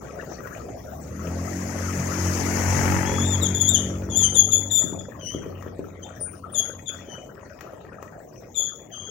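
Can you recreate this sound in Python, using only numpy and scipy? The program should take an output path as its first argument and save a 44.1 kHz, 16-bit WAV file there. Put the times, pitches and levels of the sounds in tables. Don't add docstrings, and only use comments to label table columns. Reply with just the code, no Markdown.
import sys
import numpy as np
from scipy import signal
from scipy.fft import rfft, irfft, next_fast_len
from scipy.io import wavfile
from scipy.ndimage import uniform_filter1d, minimum_filter1d, map_coordinates

SR = 44100
rng = np.random.default_rng(int(sys.argv[2]) if len(sys.argv) > 2 else 0)


def materialize(psi):
    bounded = np.clip(np.atleast_2d(psi).T, -1, 1)
    quanta = np.round(bounded * 32767).astype(np.int16)
    wavfile.write(sys.argv[1], SR, quanta)


def elevation(decibels):
    levels = np.asarray(decibels, float)
    return 10 ** (levels / 20)


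N = 401310
T = np.arange(N) / SR
SIDES = np.array([[1], [-1]])

# (frequency [Hz], correlation [0 to 1])
PORT_LIKENESS = [(130, 1), (300, 0.54), (900, 0.15)]
# (frequency [Hz], loss [dB])
RIGHT_PORT_SHADE = [(550, 1.5), (1400, 13.5), (3300, 8.5), (7000, 114), (10000, 63.5), (15000, 42.5)]
TOP_HZ = 15850
PORCH_T60_S = 0.43

# (frequency [Hz], spectral level [dB])
RAIN_COLOUR = [(30, -9.5), (98, 1), (295, -5.5), (666, -5), (1010, -22.5), (1280, -14.5), (2900, -36),
               (4080, -38), (6550, -26), (8600, -42), (11500, -51), (14800, -28)]
WASH_DB = -46.5
# (time [s], level [dB])
SHOWER = [(0, 8.5), (3, 12.5), (6.5, 4.5), (9.1, 3)]
# (time [s], blow level before the awning rings [dB], blow pitch [Hz])
BIG_DROPS = [(0.323, -28.5, 1520), (0.473, -25, 1496), (0.534, -37.5, 706), (0.572, -31, 1200),
             (4.841, -21.5, 260.6), (4.926, -23.5, 260.2), (5.348, -19.5, 313.4), (5.463, -23.5, 389),
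             (5.625, -26, 1190), (5.664, -25.5, 353), (5.792, -21, 352), (6.212, -28.5, 574),
             (7.609, -23.5, 1948), (7.735, -30, 594), (7.81, -37.5, 1320), (8.027, -23.5, 1240)]
# (frequency [Hz], level [dB], decay by 60 dB [s])
AWNING_MODES = [(189, -6.5, 0.083), (619, -4, 0.016), (1342, -12.5, 0.029), (1927, -17, 0.048),
                (2510, -26.5, 0.083)]

# (start [s], swell [s], fade [s], peak level [dB],
#                 second partial near the peak [Hz], drift after the peak [Hz/s])
CHIRPS = [(3.544, 0.0095, 0.044, -15, 6910, -1500), (4.345, 0.055, 0.022, -9, 6652, 1491),
          (4.512, 0.024, 0.064, -12, 6733, 4189), (4.986, .012, 0.022, -26.5, 6900, -5000),
          (5.195, 0.091, 0.082, -24, 5940, 7005), (6.022, 0.015, 0.019, -30.5, 6304, -500),
          (6.044, 0.0075, 0.027, -34.5, 7050, -4000), (6.541, 0.056, 0.016, -12.5, 6648, -100),
          (6.859, 0.037, 0.0203, -21, 6780, -2000), (7.05, 0.09, 0.034, -31, 6090, 474.5),
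          (8.545, 0.043, 0.11, -17, 6818, -500), (8.911, 0.027, 0.69, -29, 6286, 1604)]
# (time [s], second partial [Hz], level [dB])
DRAWN_NOTES = [
    [(3.06, 6560, -29), (3.165, 6790, -28), (3.225, 6780, -19.5), (3.24, 7130, -23.5), (3.31, 7150, -22),
     (3.36, 6500, -19)],
    [(3.408, 8020, -31), (3.425, 7400, -14.5), (3.447, 6880, -21), (3.472, 6450, -17)],
    [(3.6, 6510, -21.5), (3.618, 6930, -11.5), (3.632, 6760, -18), (3.675, 6600, -21), (3.692, 7250, -10.5),
     (3.716, 7460, -27), (3.752, 6670, -10.5), (3.775, 5766, -22.5)],
    [(4.1, 7000, -28), (4.148, 6350, -20), (4.175, 7080, -15), (4.204, 6800, -17.5), (4.252, 6220, -11),
     (4.29, 6250, -26)],
    [(4.703, 7630, -31.5), (4.716, 6950, -16), (4.745, 7180, -17), (4.764, 7020, -13), (4.796, 6800, -14.5),
     (4.83, 6600, -51.5)],
]
# (frequency [Hz], level [dB])
WHISTLE_COLOUR = [(3450, -9), (7200, 0), (8000, -38), (9000, -18), (10500, -23), (12000, -46),
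                  (14000, -24.5)]
SWELL_DB, FADE_DB = 16, 10.5
SCOOP_HZ_PER_DB, SCOOP_FROM_DB, SCOOP_SHARE = 30, -41, 0.25
BRIGHTER_DB_PER_DB, PLAIN_DB = 0.45, -20.5

# (start [s], peak level [dB], swell time [s])
SQUEAKS = [(4.339, -25.5, 0.011), (6.203, -22, 0.026), (6.52, -32, 0.015)]
SQUEAK_HZ = 9085

# (time [s], firing rate [Hz], level [dB])
LEAVING = [(3.002, 46.27, -24.5), (3.598, 40.96, -37.5), (4.248, 33.57, -35), (4.553, 30.3, -54)]

# (time [s], firing rate [Hz], level [dB])
ENGINES = [(0.6, 32, -50), (1.338, 43.24, -29.5), (1.54, 45.65, -31), (2.33, 45.42, -25.5),
           (3.198, 46.06, -25), (4.25, 47.1, -30.5), (4.7, 48.6, -35), (4.871, 46.67, -41.5),
           (7.1, 45.47, -45.5), (9.1, 45.4, -100)]
EXHAUST_DB = [6.5, -5, 1.5, 0.5, -1, -3.5, -7.5, -10]
# (frequency [Hz], width [Hz], relative level [dB]); in effect no wider than about 1100 Hz
PASS_RESONANCES = [(867.3, 16.5, 10), (959, 26, 7), (1930, 3100, -10.5), (140, 26, 11), (564, 31, -1.5)]
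PASSES_S, NEAR_S, RESONANCE_DB, RESONANCE_DB_PER_DOUBLING = 2.89, 0.28, -22.5, 12.5
# (frequency [Hz], spectral level [dB])
SPRAY_COLOUR = [(842, -16), (2000, -13), (3700, -34), (6520, -11), (8360, -28.5), (16000, -32)]
# (time [s], level [dB])
TYRES = [(1.0, -47), (1.54, -34), (2.33, -24.5), (2.85, -23), (3.3, -33), (4.9, -59.5)]


def unit_rms(x):
    return x / np.sqrt(np.mean(x ** 2))


def over_hz(table, hz):
    f, v = np.transpose(table)
    return np.interp(np.log(hz + 1), np.log(f), v)


def walk(rate, count=1):
    knots = rng.standard_normal((count, int(N / SR * rate) + 2))
    return np.array([np.interp(T * rate, np.arange(len(k)), k) for k in knots])


def ring(x, hz, t60):
    p = np.exp(2j * np.pi * hz / SR - np.log(1000) / (max(t60, .002) * SR))
    return signal.lfilter([0, p.imag], [1, -2 * p.real, abs(p) ** 2], x)


def hiss(colour, patchy_db, patch_hz, patch_s, per_s):
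    hz = np.fft.rfftfreq(512, 1 / SR)
    frames = N // 128 + 5
    u = rng.random((2, 33, frames))
    strikes = -np.log(1 - u[0]) * (u[1] < per_s * 128 / SR)
    fading = signal.lfilter([1], [1, -np.exp(-128 / SR / max(patch_s, .005))], strikes, axis=1)
    warp = 5.2 * np.log2(1 + hz / patch_hz)
    at = np.meshgrid(warp, np.arange(frames), indexing="ij")
    splash = map_coordinates(fading[1:], at, order=1, mode="nearest")
    splash = splash + 0.12 * fading[0]
    depth_db = patchy_db * (np.clip(hz / 900, .3, 1.3) / np.sqrt(1 + hz / 5000))[:, None]
    patches = elevation(depth_db * np.log2(0.27 + splash))
    noise = rng.standard_normal((2, len(hz), frames, 2)) @ np.array([1, 1j])
    mid, side = signal.istft(patches * noise, nperseg=512, noverlap=384)[1][:, :N]

    size = next_fast_len(N)
    hz = np.fft.rfftfreq(size, 1 / SR)
    like = np.clip(over_hz(PORT_LIKENESS, hz), 0, 1)
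    pair = np.sqrt(1 + like) * rfft(mid, size) + SIDES * np.sqrt(1 - like) * rfft(side, size)
    return unit_rms(irfft(pair * elevation(over_hz(colour, hz)), size)[:, :N])


def porch(x, wet_db):
    t = T[:int(.6 * SR)]
    tail = rng.standard_normal((2, len(t))) * np.exp(-np.log(1000) * t / PORCH_T60_S)
    tail *= t > .006
    tail = signal.lfilter([1], [1, -0.4], tail)
    tail /= np.sqrt(np.sum(tail ** 2, axis=1, keepdims=True))
    return x + elevation(wet_db) * signal.fftconvolve(x, tail, axes=1)[:, :N]


def knocks(drops, pan_db, splat_db, cycles_to_peak):
    blows, splats = np.zeros((2, 2, N + SR))
    t = T[:1500]
    fade = np.exp(-t / 0.0052)
    for (s, db, hz), pan, cycles in zip(drops, pan_db, cycles_to_peak):
        i = int(s * SR)
        gain = elevation(db + SIDES * pan / 2)
        rise = t * hz / cycles
        blows[:, i:i + len(t)] += gain * rise * np.exp(1 - rise) * np.sin(2 * np.pi * hz * t)
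        splats[:, i:i + len(t)] += gain * fade * hz / 1000
    size = next_fast_len(N)
    hz = np.fft.rfftfreq(size, 1 / SR)
    colour = elevation(over_hz(RAIN_COLOUR, hz) + splat_db) * (hz > 1000)
    splats = irfft(rfft(splats[:, :N] * rng.standard_normal(N), size) * colour, size)[:, :N]
    blows = uniform_filter1d(blows[:, :N], size=5)
    rung = sum(elevation(db) * np.pi * f / SR * ring(blows, f, t60) for f, db, t60 in AWNING_MODES)
    return splats + blows + rung


def wash():
    return elevation(WASH_DB) * hiss(RAIN_COLOUR, patchy_db=9.0, patch_hz=380.7, patch_s=0.034, per_s=22)


def patter():
    clump, loud, pitch, place, delay, slow = rng.random((2400, 6)).T
    spills = rng.random(220) * N / SR
    when = spills[(clump * len(spills)).astype(int)] - .08 * np.log(1 - delay)
    hz = 350 * 2 ** (3 * pitch)
    drops = np.c_[when % (N / SR), -36 - 22 * loud ** .4, hz]
    cycles = 0.35 + slow ** 5 * hz / 700
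    return porch(knocks(drops, pan_db=20 * (place - .5), splat_db=1.5, cycles_to_peak=cycles), wet_db=-10)


def awning_drops():
    count = len(BIG_DROPS)
    blows = knocks(BIG_DROPS, pan_db=np.full(count, 2.5), splat_db=14, cycles_to_peak=np.full(count, .33))
    return porch(blows, wet_db=-4.0)


def rain():
    strength = elevation(np.interp(T, *np.transpose(SHOWER)))
    return strength * (wash() + patter()) + awning_drops()


def chirp(start, swell, fade, db, hz, drift):
    t = np.r_[np.linspace(0, swell, num=8), swell + fade]
    scoop = SCOOP_HZ_PER_DB * max(db - SCOOP_FROM_DB, 0) * np.exp(-t / (SCOOP_SHARE * swell))
    after = np.clip(t - swell, 0, None)
    level_db = db - SWELL_DB * np.clip(1 - t / swell, 0, 1) ** 2 - FADE_DB * after / fade
    return np.c_[start + t, hz + scoop + drift * after, level_db]


def birds():
    hz, level_db = np.full(N, 6500.), np.full(N, -120.)
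    for note in DRAWN_NOTES + [chirp(*row) for row in CHIRPS]:
        s, f, db = np.transpose(note)
        on = slice(int(s[0] * SR), int(s[-1] * SR))
        hz[on] = np.interp(T[on], s, f)
        level_db[on] = np.interp(T[on], s, db)
    husk = 1 + 0.36 * walk(500)[0]
    waver_db = 2.2 * walk(60, count=4)
    phase = np.pi * np.cumsum(hz * (1 + 0.011 * walk(150)[0])) / SR
    tilt_db = BRIGHTER_DB_PER_DB * (np.clip(level_db, -40, 0) - PLAIN_DB)
    partials = np.zeros(N)
    for k in (1, 2, 3, 4):
        partial_db = over_hz(WHISTLE_COLOUR, k * hz / 2) + (k - 1.0) * tilt_db + waver_db[k - 1]
        partials += elevation(partial_db) * np.sin(k * phase)
    breath = elevation(-29) * walk(900)[0] * np.sin(3 * phase / 2)
    whistle = uniform_filter1d(elevation(level_db), size=160) * (husk * partials + breath)
    return porch(np.tile(whistle, (2, 1)), wet_db=-6.0)


def brake_squeaks():
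    swells = np.zeros(N)
    for s, db, swell in SQUEAKS:
        t = np.clip(T - s, 0, None) / swell
        swells += elevation(db) * t * np.exp(1 - t)
    tone = np.sin(2 * np.pi * SQUEAK_HZ * np.cumsum(1 + .002 * walk(80)[0]) / SR)
    return porch(np.tile(swells * tone, (2, 1)), wet_db=-20)


def leaving_exhaust():
    s, hz, db = np.transpose(LEAVING)
    level_db = np.interp(T, s, db, left=-99, right=-99) + 0.99 * walk(0.7)[0]
    gain = uniform_filter1d(elevation(level_db), size=4000)
    phase = 2 * np.pi * np.cumsum(np.interp(T, s, hz)) / SR
    return gain * (np.sin(2 * phase) + elevation(-1.5) * np.sin(3 * phase))


def tyre_spray():
    spray = hiss(SPRAY_COLOUR, patchy_db=1.5, patch_hz=650, patch_s=0.0042, per_s=61)
    return spray * elevation(np.interp(T, *np.transpose(TYRES)))


def pass_resonances(cycle):
    fired = np.flatnonzero(np.diff(np.floor(cycle)))
    knock = 0.097 * rng.standard_normal((2, N)) * np.exp(-(cycle % 1) / .5)
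    knock[:, fired] += elevation(0.79 * rng.standard_normal(len(fired)))
    knock = signal.oaconvolve(knock, np.hanning(16)[None], axes=1)[:, :N]
    rung = sum(elevation(db) * w * ring(knock, f, np.log(1000) / np.pi / w) for f, w, db in PASS_RESONANCES)
    distance = np.hypot(1, (T - PASSES_S) / NEAR_S)
    return unit_rms(rung) * elevation(RESONANCE_DB - RESONANCE_DB_PER_DOUBLING * np.log2(distance))


def exhaust(cycle, pipe_db):
    duller_db = 0.05 * (pipe_db - pipe_db.max())
    wobble_db = 3.37 * walk(14, count=len(EXHAUST_DB))
    start = rng.random(len(EXHAUST_DB))
    pipe = np.zeros(N)
    for k, db in enumerate(EXHAUST_DB):
        gain = elevation(db + wobble_db[k] + k * duller_db)
        pipe += gain * np.sin(2 * np.pi * ((k + 2) * cycle + start[k]))
    return unit_rms(pipe) * elevation(pipe_db)


def scooters():
    s, *columns = np.transpose(ENGINES)
    hz, pipe_db = (np.interp(T, s, c) for c in columns)
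    cycle = np.cumsum(hz * (1 + 0.00386 * walk(12)[0])) / SR
    return exhaust(cycle, pipe_db) + pass_resonances(cycle) + tyre_spray()


def scene():
    return rain() + birds() + brake_squeaks() + leaving_exhaust() + scooters()


def suppress(x, strength, least_db):
    hz, _, spec = signal.stft(x, SR, nperseg=1024, noverlap=768)
    power = uniform_filter1d(uniform_filter1d(np.abs(spec) ** 2, size=5, axis=1), size=5, axis=2)
    quiet = uniform_filter1d(minimum_filter1d(power, size=120, axis=2), size=120, axis=2)
    above_bass = np.clip(hz / 1200, 0, 1)[:, None]
    power_gain = np.maximum(1 - strength * quiet * above_bass / (power + 1e-18), elevation(2 * least_db))
    return signal.istft(spec * np.sqrt(power_gain), nperseg=1024, noverlap=768)[1][:, :N]


def top_cut(x):
    return signal.sosfilt(signal.butter(12, 16390, fs=SR, output="sos"), x)


def record(dry):
    size = next_fast_len(N)
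    hz = np.fft.rfftfreq(size, 1 / SR)
    ports = np.array([np.ones(len(hz)), elevation(-over_hz(RIGHT_PORT_SHADE, hz))])
    ports = ports * (hz < TOP_HZ) * np.clip(hz / 55, 0, 1) ** 2
    heard = irfft(rfft(np.tanh(dry), size) * ports, size)[:, :N]
    finished = suppress(heard, strength=1.44, least_db=-39.5)
    return top_cut(finished)


dry = scene()
out = record(dry)
materialize(out)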